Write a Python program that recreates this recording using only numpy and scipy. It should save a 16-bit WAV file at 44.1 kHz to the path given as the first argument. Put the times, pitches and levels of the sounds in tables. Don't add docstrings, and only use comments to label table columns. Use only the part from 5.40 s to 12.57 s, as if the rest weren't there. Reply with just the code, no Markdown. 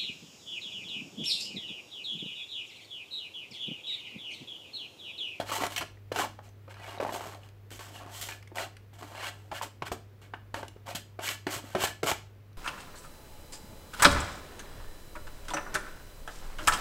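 import sys
import numpy as np
from scipy import signal
from scipy.fft import rfft, irfft
from scipy.io import wavfile
from scipy.ndimage import uniform_filter1d

SR = 44100
rng = np.random.default_rng(int(sys.argv[2]) if len(sys.argv) > 2 else 0)


def bounce(signal):
    frames = np.transpose(np.atleast_2d(signal))
    limited = np.clip(frames, -1, 1)
    pcm = np.round(limited * 32767).astype(np.int16)
    wavfile.write(sys.argv[1], SR, pcm)


def convert_level_to_amplitude(level_db):
    exponent = np.asarray(level_db, float) / 20
    return 10 ** exponent


N = 316225

# (start [s], length [s], plate ring [dB], spoon edge over ring [dB], powder hiss over ring [dB])
SWIPES = [(.105, 0.11, -36, -6.5, -0.5), (.19, 0.1, -33, -4.5, -7.5), (.29, 0.091, -50.5, -2, 4),
          (.355, 0.052, -45.5, 10, 8), (.4, 0.043, -37, -2.5, -14), (.738, 0.14, -33, -5.5, -6.5),
          (1.02, .09, -63.5, -2, -0.2), (1.29, 0.052, -57, 3.5, -6), (1.335, 0.11, -61.5, 5, -16),
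          (1.38, 0.26, -47.5, -2.8, -12.5), (1.64, 0.38, -45.5, -9.5, -6.5), (1.72, .06, -41.5, -8, 0),
          (2.0, 0.11, -62.5, -3, -4), (2.52, 0.11, -54.5, 2, .1), (2.57, 0.2, -49.5, -13, -23),
          (3.143, 0.14, -39.5, -2.7, -4.5), (4.13, 0.082, -49.5, 7.5, 2), (4.45, 0.046, -46, 6.5, -4.5),
          (5.455, 0.1, -46, -2.5, -3.5), (5.81, 0.16, -46, 7, 9), (6.09, .12, -44, -1.5, 6),
          (6.2, 0.26, -55, -4, -2), (6.37, 0.16, -41, 4.3, 0), (6.65, 0.095, -33, -1.5, 1.1)]
# (start [s], length [s], plate ring [dB], spoon edge over ring [dB], powder hiss over ring [dB])
PUSHES = [
    (.03, 0.12, -42, 0.5, -3),
    (2.66, 0.18, -54.5, -6, 9.5),
    (3.66, 0.26, -44, 1, -15),
    (3.78, .13, -59.5, 19.5, 14),
    (6.38, 0.087, -40.5, 2.1, 9),
]
# (start [s], length [s], plate ring [dB], spoon edge over ring [dB], powder hiss over ring [dB])
SKIDS = [(0.0, 0.066, -38, -1.5, -12), (.72, 0.043, -42, -1, -8), (1.602, 0.44, -42, -18, -15.5),
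         (2.305, 0.26, -60.5, 5, 10.5), (2.392, 0.35, -53, -1.5, 1.5), (2.812, 0.21, -54, 1, 15),
         (2.887, 0.16, -52.5, 8, 3), (3.535, 0.11, -60.5, .1, 1), (3.585, 0.9, -56, -7, -2),
         (3.625, 0.037, -44.5, -15, -26), (4.116, 0.038, -39, -38.5, -25), (4.22, 0.092, -42.5, -3, 1),
         (4.423, .04, -51, 2, -32), (4.518, 0.054, -41, -19, -0.5), (4.815, 0.14, -61, 4, -2),
         (4.94, 0.061, -56, -8, -25), (5.144, 0.2, -44.5, -4, -8.5), (5.363, 0.077, -61.5, -17, -25),
         (5.549, 0.079, -47.5, 6.5, 10), (5.792, 0.12, -46, -5.5, -31), (6.069, 0.1, -43, 4, -8),
         (6.351, 0.057, -35.5, .1, -31), (6.632, 0.039, -34.5, -4, 1.5)]
# (rise [power], fall [power], ring centre at rest [Hz], ring centre at full speed [Hz])
SWIPE_MOTION = (.8, 1.1, 600, 820)
PUSH_MOTION = (1.84, 0.82, 530, 1050)
SKID_MOTION = (0.033, 1.7, 440, 804)
EDGE_LAW, HISS_LAW = 1.85, 1.47

# (frequency [Hz], width [Hz], level [dB])
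PLATE_MODES = [(310, 34, 16.5), (369, 18, -2), (410, 22, 10), (583, 6.7, 4.5), (699, 106, 13.5),
               (811.6, 9.2, -4), (870, 47, 6.5), (1037, 66, 2), (1094, 8.5, 4), (1275, 81, 1.5)]
# (frequency [Hz], width [Hz], level [dB])
EDGE_MODES = [(1566, 120, 11.5), (1725, 20, 9.5), (1897, 49, 2), (1958, 23, 3), (2236, 200, 14),
              (2487, 52, 6.5), (2716, 37, 8), (2878, 120, 10.5), (3240, 63, -1), (3850, 220, -45),
              (4074, 88, 5.5)]
# (frequency [Hz], level [dB per Hz])
POWDER = [(880, -22), (1500, -7), (1620, -53), (1840, -6), (2630, -11), (3070, 0), (3590, -7.5),
          (4120, -7.5), (5380, -9.5), (8040, -5.5), (9230, -16), (12600, -11.5), (15700, -18.5)]
HAND_HZ = 45
PATCHY_DB, PATCH_S = 5.5, .014
STICK_S, STICK_DB = .006, -7

# (time [s], peak [dB], ring [Hz], brightness above the ring [dB per octave], t60 [s])
LANDINGS = [(0.0, -23.5, 670, -24, 0.0093), (.116, -23.5, 1120, -13, 0.091), (.717, -22, 460, -1.3, 0.036),
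            (.989, -37, 830, -6, 0.06), (1.278, -40.5, 545, -4.5, 0.16), (1.6, -22, 565, -4, 0.1),
            (2.314, -40.5, 338, -5, 0.14), (2.391, -38.5, 378, 3.5, 0.26), (3.116, -40.5, 357, -4.5, 0.089),
            (3.53, -45.5, 272, 2, 0.051), (4.114, -28.5, 842, -4, 0.23), (4.213, -24.5, 980, -5.5, 0.041),
            (4.421, -22, 997, -6, 0.061), (4.516, -22, 448, -1, 0.086), (4.936, -33.5, 796, -5.5, 0.033),
            (5.142, -22, 880, -0.5, .03), (5.229, -28.5, 864, -4, 0.035), (5.363, -43, 438, -13, 0.031),
            (5.549, -32.5, 235, -9, 0.019), (5.79, -30, 680, -6, 0.025), (6.067, -20, 357, 0.5, 0.08),
            (6.349, -16.5, 369, -2, 0.079), (6.63, -18.5, 466, -1.5, 0.21), (6.714, -18, 830, -0.2, 0.049)]
# (time [s], peak [dB], ring [Hz], brightness above the ring [dB per octave])
CATCHES = [(.152, -30, 720, 0), (.235, -19.5, 790, -2), (.265, -25.5, 826, 8), (.321, -37, 1020, .1),
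           (.409, -34, 774, -5), (.76, -21.5, 736, 1), (1.368, -41.5, 1390, -14), (1.576, -35, 760, -12),
           (1.626, -21.5, 554, -7.5), (1.649, -24.5, 795, -10), (1.664, -26, 820, -8.5),
           (1.691, -25, 990, -8), (1.723, -31, 640, -4), (1.741, -32, 606, -4), (1.759, -31, 800, -11),
           (1.807, -30.5, 744, -4), (1.856, -39, 660, -18), (1.946, -41, 876, 3), (2.661, -42, 310, -13),
           (2.887, -27, 810, 3), (3.156, -37, 850, 8), (3.623, -37, 660, -23), (4.816, -54, 369, -9),
           (5.479, -36, 940, -20), (6.24, -38.5, 287, -15), (6.437, -17, 812, -5), (6.471, -29, 890, 2),
           (6.64, -34, 450, 1.5)]
# (time [s], peak [dB], ring [Hz], brightness above the ring [dB per octave])
TICKS = [(.362, -23, 3090, -4), (.378, -21.5, 2580, -2.5), (0.5717, -52, 1910, -24), (1.089, -54, 6030, -2),
         (1.341, -41.5, 1620, -2.5), (1.583, -41, 3800, -20), (2.033, -45, 2900, -10),
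         (2.0874, -47.5, 2430, -2), (2.811, -35, 2960, 8), (2.921, -31.5, 2440, -9), (3.026, -43, 2080, -2),
         (3.074, -45.5, 2100, -3), (3.182, -25.5, 1880, -8), (3.367, -41.5, 2050, -1),
         (4.937, -32, 1550, -15), (4.94, -38.5, 2910, -35), (5.281, -37, 2900, -1),
         (5.888, -22.5, 3050, -6), (7.129, -59.5, 4000, -3)]
CATCH_T60_S, TICK_T60_S = .035, .07
BLOWS = LANDINGS + [(*row, CATCH_T60_S) for row in CATCHES] + [(*row, TICK_T60_S) for row in TICKS]
# (time [s], peak [dB], pitch [Hz])
THUDS = [(0.398, -37, 101), (0.717, -41, 127), (1.601, -52, 83.4), (4.118, -38, 104), (4.419, -36.5, 147),
         (4.513, -32, 70.6), (5.139, -39, 100), (5.227, -42, 95), (5.547, -41, 174), (6.16, -35.5, 121),
         (6.346, -45, 158), (6.435, -38, 96), (6.632, -30.5, 153), (6.715, -32.5, 82.4), (6.996, -52, 91)]

# (frequency [Hz], t60 [s])
KITCHEN = [(150, 0.54), (500, 0.26), (1500, .3), (5000, 0.34), (12000, 0.25)]
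# (frequency [Hz], level [dB per Hz])
AIR = [(12, -62), (20, -16), (49, -9), (70, -15.5), (107, -18.5), (126, -14.5), (171, -21), (191, -23),
       (253, -21), (275, -27.5), (395, -21.5), (750, -32), (2290, -37.5), (9230, -54), (15700, -47)]
AIR_DB = -58
# (frequency [Hz], rms level [dB])
HUM = [
    (100.3, -52),
    (50.2, -72),
    (200.6, -79),
    (13824, -99),
]


def scraping():
    (ring_level, edge_level, hiss_level), centre_hz = strokes()
    grip = np.ones(N)
    for s, *_ in BLOWS:
        grip[max(round((s - STICK_S) * SR), 0):round(s * SR)] *= convert_level_to_amplitude(STICK_DB)
    judder = np.clip(wander(.006), -2, 2)
    plate_slips = slips(1500, 1.9, 0.7 * judder) * grip * ring_level
    plate = body(plate_slips, PLATE_MODES, centre_hz, 11.3)
    edge_slips = slips(3500, 2.0, 0.82 * judder) * grip * edge_level
    edge = body(edge_slips, EDGE_MODES, 3 * centre_hz, 3.3)
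    grains = slips(12000, 0.33, 1.15 * judder)
    hiss = evened(coloured(grains, POWDER)) * grip * hiss_level
    return plate + edge + hiss


def strokes():
    t, power, centre = np.arange(N) / SR, np.full((3, N), 1e-14), np.zeros(N)
    kinds = [(SWIPES, SWIPE_MOTION), (PUSHES, PUSH_MOTION), (SKIDS, SKID_MOTION)]
    for table, (rise, fall, rest_hz, full_hz) in kinds:
        top = rise / (rise + fall)
        for s, length, db, edge_db, hiss_db in table:
            inside = slice(round(s * SR), round((s + length) * SR))
            share = np.clip((t[inside] - s) / length, 0, 1)
            speed = (share / top) ** rise * ((1 - share) / (1 - top)) ** fall
            ring_level = convert_level_to_amplitude(db) * speed
            edge_level = convert_level_to_amplitude(db + edge_db) * speed ** EDGE_LAW
            hiss_level = convert_level_to_amplitude(db + hiss_db) * speed ** HISS_LAW
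            power[:, inside] += np.square([ring_level, edge_level, hiss_level])
            centre[inside] += ring_level ** 2 * (rest_hz + (full_hz - rest_hz) * speed)
    return np.sqrt(power), np.maximum(centre / power[0], 300)


def slips(per_s, spread_db, judder_db):
    size = convert_level_to_amplitude(spread_db * np.minimum(rng.exponential(1, N), 4)) * rng.standard_normal(N)
    happens = rng.random(N) < per_s / SR
    return evened(size * happens) * convert_level_to_amplitude(judder_db)


def body(drive, modes, centre_hz, focus_db):
    near = []
    for hz, _, db in modes:
        distance = np.log2(hz / centre_hz)
        near.append(convert_level_to_amplitude(db - focus_db * distance ** 2 + PATCHY_DB * wander(PATCH_S)))
    near = np.array(near)
    near /= np.sqrt((near ** 2).sum(0))
    return sum(ring(drive * share, hz, max(width, HAND_HZ)) for share, (hz, width, _) in zip(near, modes))


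def ring(x, hz, width):
    r, w = np.exp(-np.pi * abs(width) / SR), 2 * np.pi * hz / SR
    return np.sqrt((1 - r ** 2) / 2) * signal.lfilter([1, 0, -1], [1, -2 * r * np.cos(w), r ** 2], x)


def tapping():
    out, t, count = np.zeros(N), np.arange(3000) / SR, 70
    chance = rng.random((len(BLOWS), 3, count))
    for (s, db, hz, bright_db, t60), (place, size, late) in zip(BLOWS, chance):
        crowd_hz = 180 * (15000 / 180) ** ((np.arange(count) + place) / count)
        octaves = np.log2(crowd_hz / hz)
        slope_db = np.where(octaves > 0, bright_db + 3.0 - 1.44 * octaves, -9)
        share = (2 * size - 1) * convert_level_to_amplitude(-4.0 + slope_db * abs(octaves))
        t60 = np.clip(t60, .008, .15)
        age = np.maximum(t - 0.0033 * late[:, None] ** 2, 0)
        crowd_t60 = 0.57 * t60 * (crowd_hz[:, None] / 700) ** -.45
        dying = convert_level_to_amplitude(-60 * age / crowd_t60) * (1 - np.exp(-age / .0003)) ** 2
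        blow = share @ (np.sin(np.float32(2 * np.pi * crowd_hz[:, None] * age)) * dying)
        main_t60 = t60 * (hz / 500) ** -.6
        blow += 0.86 * np.sin(2 * np.pi * hz * t) * convert_level_to_amplitude(-60 * t / main_t60)
        blow *= 1 - np.exp(-t / .00025)
        add(out, s, convert_level_to_amplitude(db) * 1.15 * blow / abs(blow).max())
    return out


def thuds():
    out, t = np.zeros(N), np.arange(6000) / SR
    for s, db, hz in THUDS:
        turns = hz * t * (1 - 2.0 * t)
        onset = 1 - np.exp(-t / 0.00033)
        add(out, s, convert_level_to_amplitude(db - 60 * t / 0.081) * np.sin(2 * np.pi * turns) * onset)
    return out


def kitchen(x):
    taps = np.zeros(SR // 2)
    at = np.arange(200, len(taps) - 20, 20)
    taps[at + rng.integers(0, 20, len(at))] = rng.choice([-1., 1.], len(at))
    hz, t, z = signal.stft(taps, SR, nperseg=256)
    decay = convert_level_to_amplitude(-60 * t / read(KITCHEN, hz)[:, None])
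    tail = signal.istft(z * decay, SR, nperseg=256)[1]
    return signal.fftconvolve(x, tail / np.linalg.norm(tail))[:N]


def background():
    t = np.arange(N) / SR
    air = convert_level_to_amplitude(AIR_DB) * evened(coloured(rng.standard_normal(N), AIR))
    bass = signal.sosfiltfilt(signal.butter(2, 160, fs=SR, output="sos"), air)
    air += bass * (convert_level_to_amplitude(0.75 * wander(0.019)) - 1)
    hum = sum(convert_level_to_amplitude(db) * np.sqrt(2) * np.sin(2 * np.pi * (hz * t + rng.random())) for hz, db in HUM)
    return air + hum * convert_level_to_amplitude(.9 * wander(.12))


def evened(x):
    return x / np.sqrt(np.mean(x ** 2) + 1e-20)


def read(points, hz):
    f, value = np.transpose(points)
    return np.interp(np.log(hz + 1), np.log(f + 1), value)


def add(mix, s, sound):
    part = mix[max(round(s * SR), 0):][:len(sound)]
    part += sound[:len(part)]


def coloured(x, points):
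    return irfft(rfft(x) * convert_level_to_amplitude(read(points, np.fft.rfftfreq(len(x), 1 / SR))), len(x))


def wander(smooth):
    step = 32
    width = max(int(smooth * SR / step), 1)
    coarse = rng.standard_normal(N // step + 2)
    coarse = uniform_filter1d(uniform_filter1d(coarse, width), width)
    return np.interp(np.arange(N) / step, np.arange(len(coarse)), evened(coarse))


def scene():
    spoon = scraping() + tapping() + thuds()
    echoes = convert_level_to_amplitude(-9.5) * kitchen(spoon)
    return (spoon + echoes + background())[None]


def roll_off(x):
    return signal.sosfilt(signal.butter(12, 15830, fs=SR, output="sos"), x)


def record(dry):
    bass_cut = signal.butter(2, 45, "high", fs=SR, output="sos")
    top_cut = signal.firwin(511, 15800, window=("kaiser", 9), fs=SR)[None]
    mix = signal.oaconvolve(signal.sosfilt(bass_cut, dry), top_cut, "same")
    return roll_off(mix)


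dry = scene()
out = record(dry)
bounce(out)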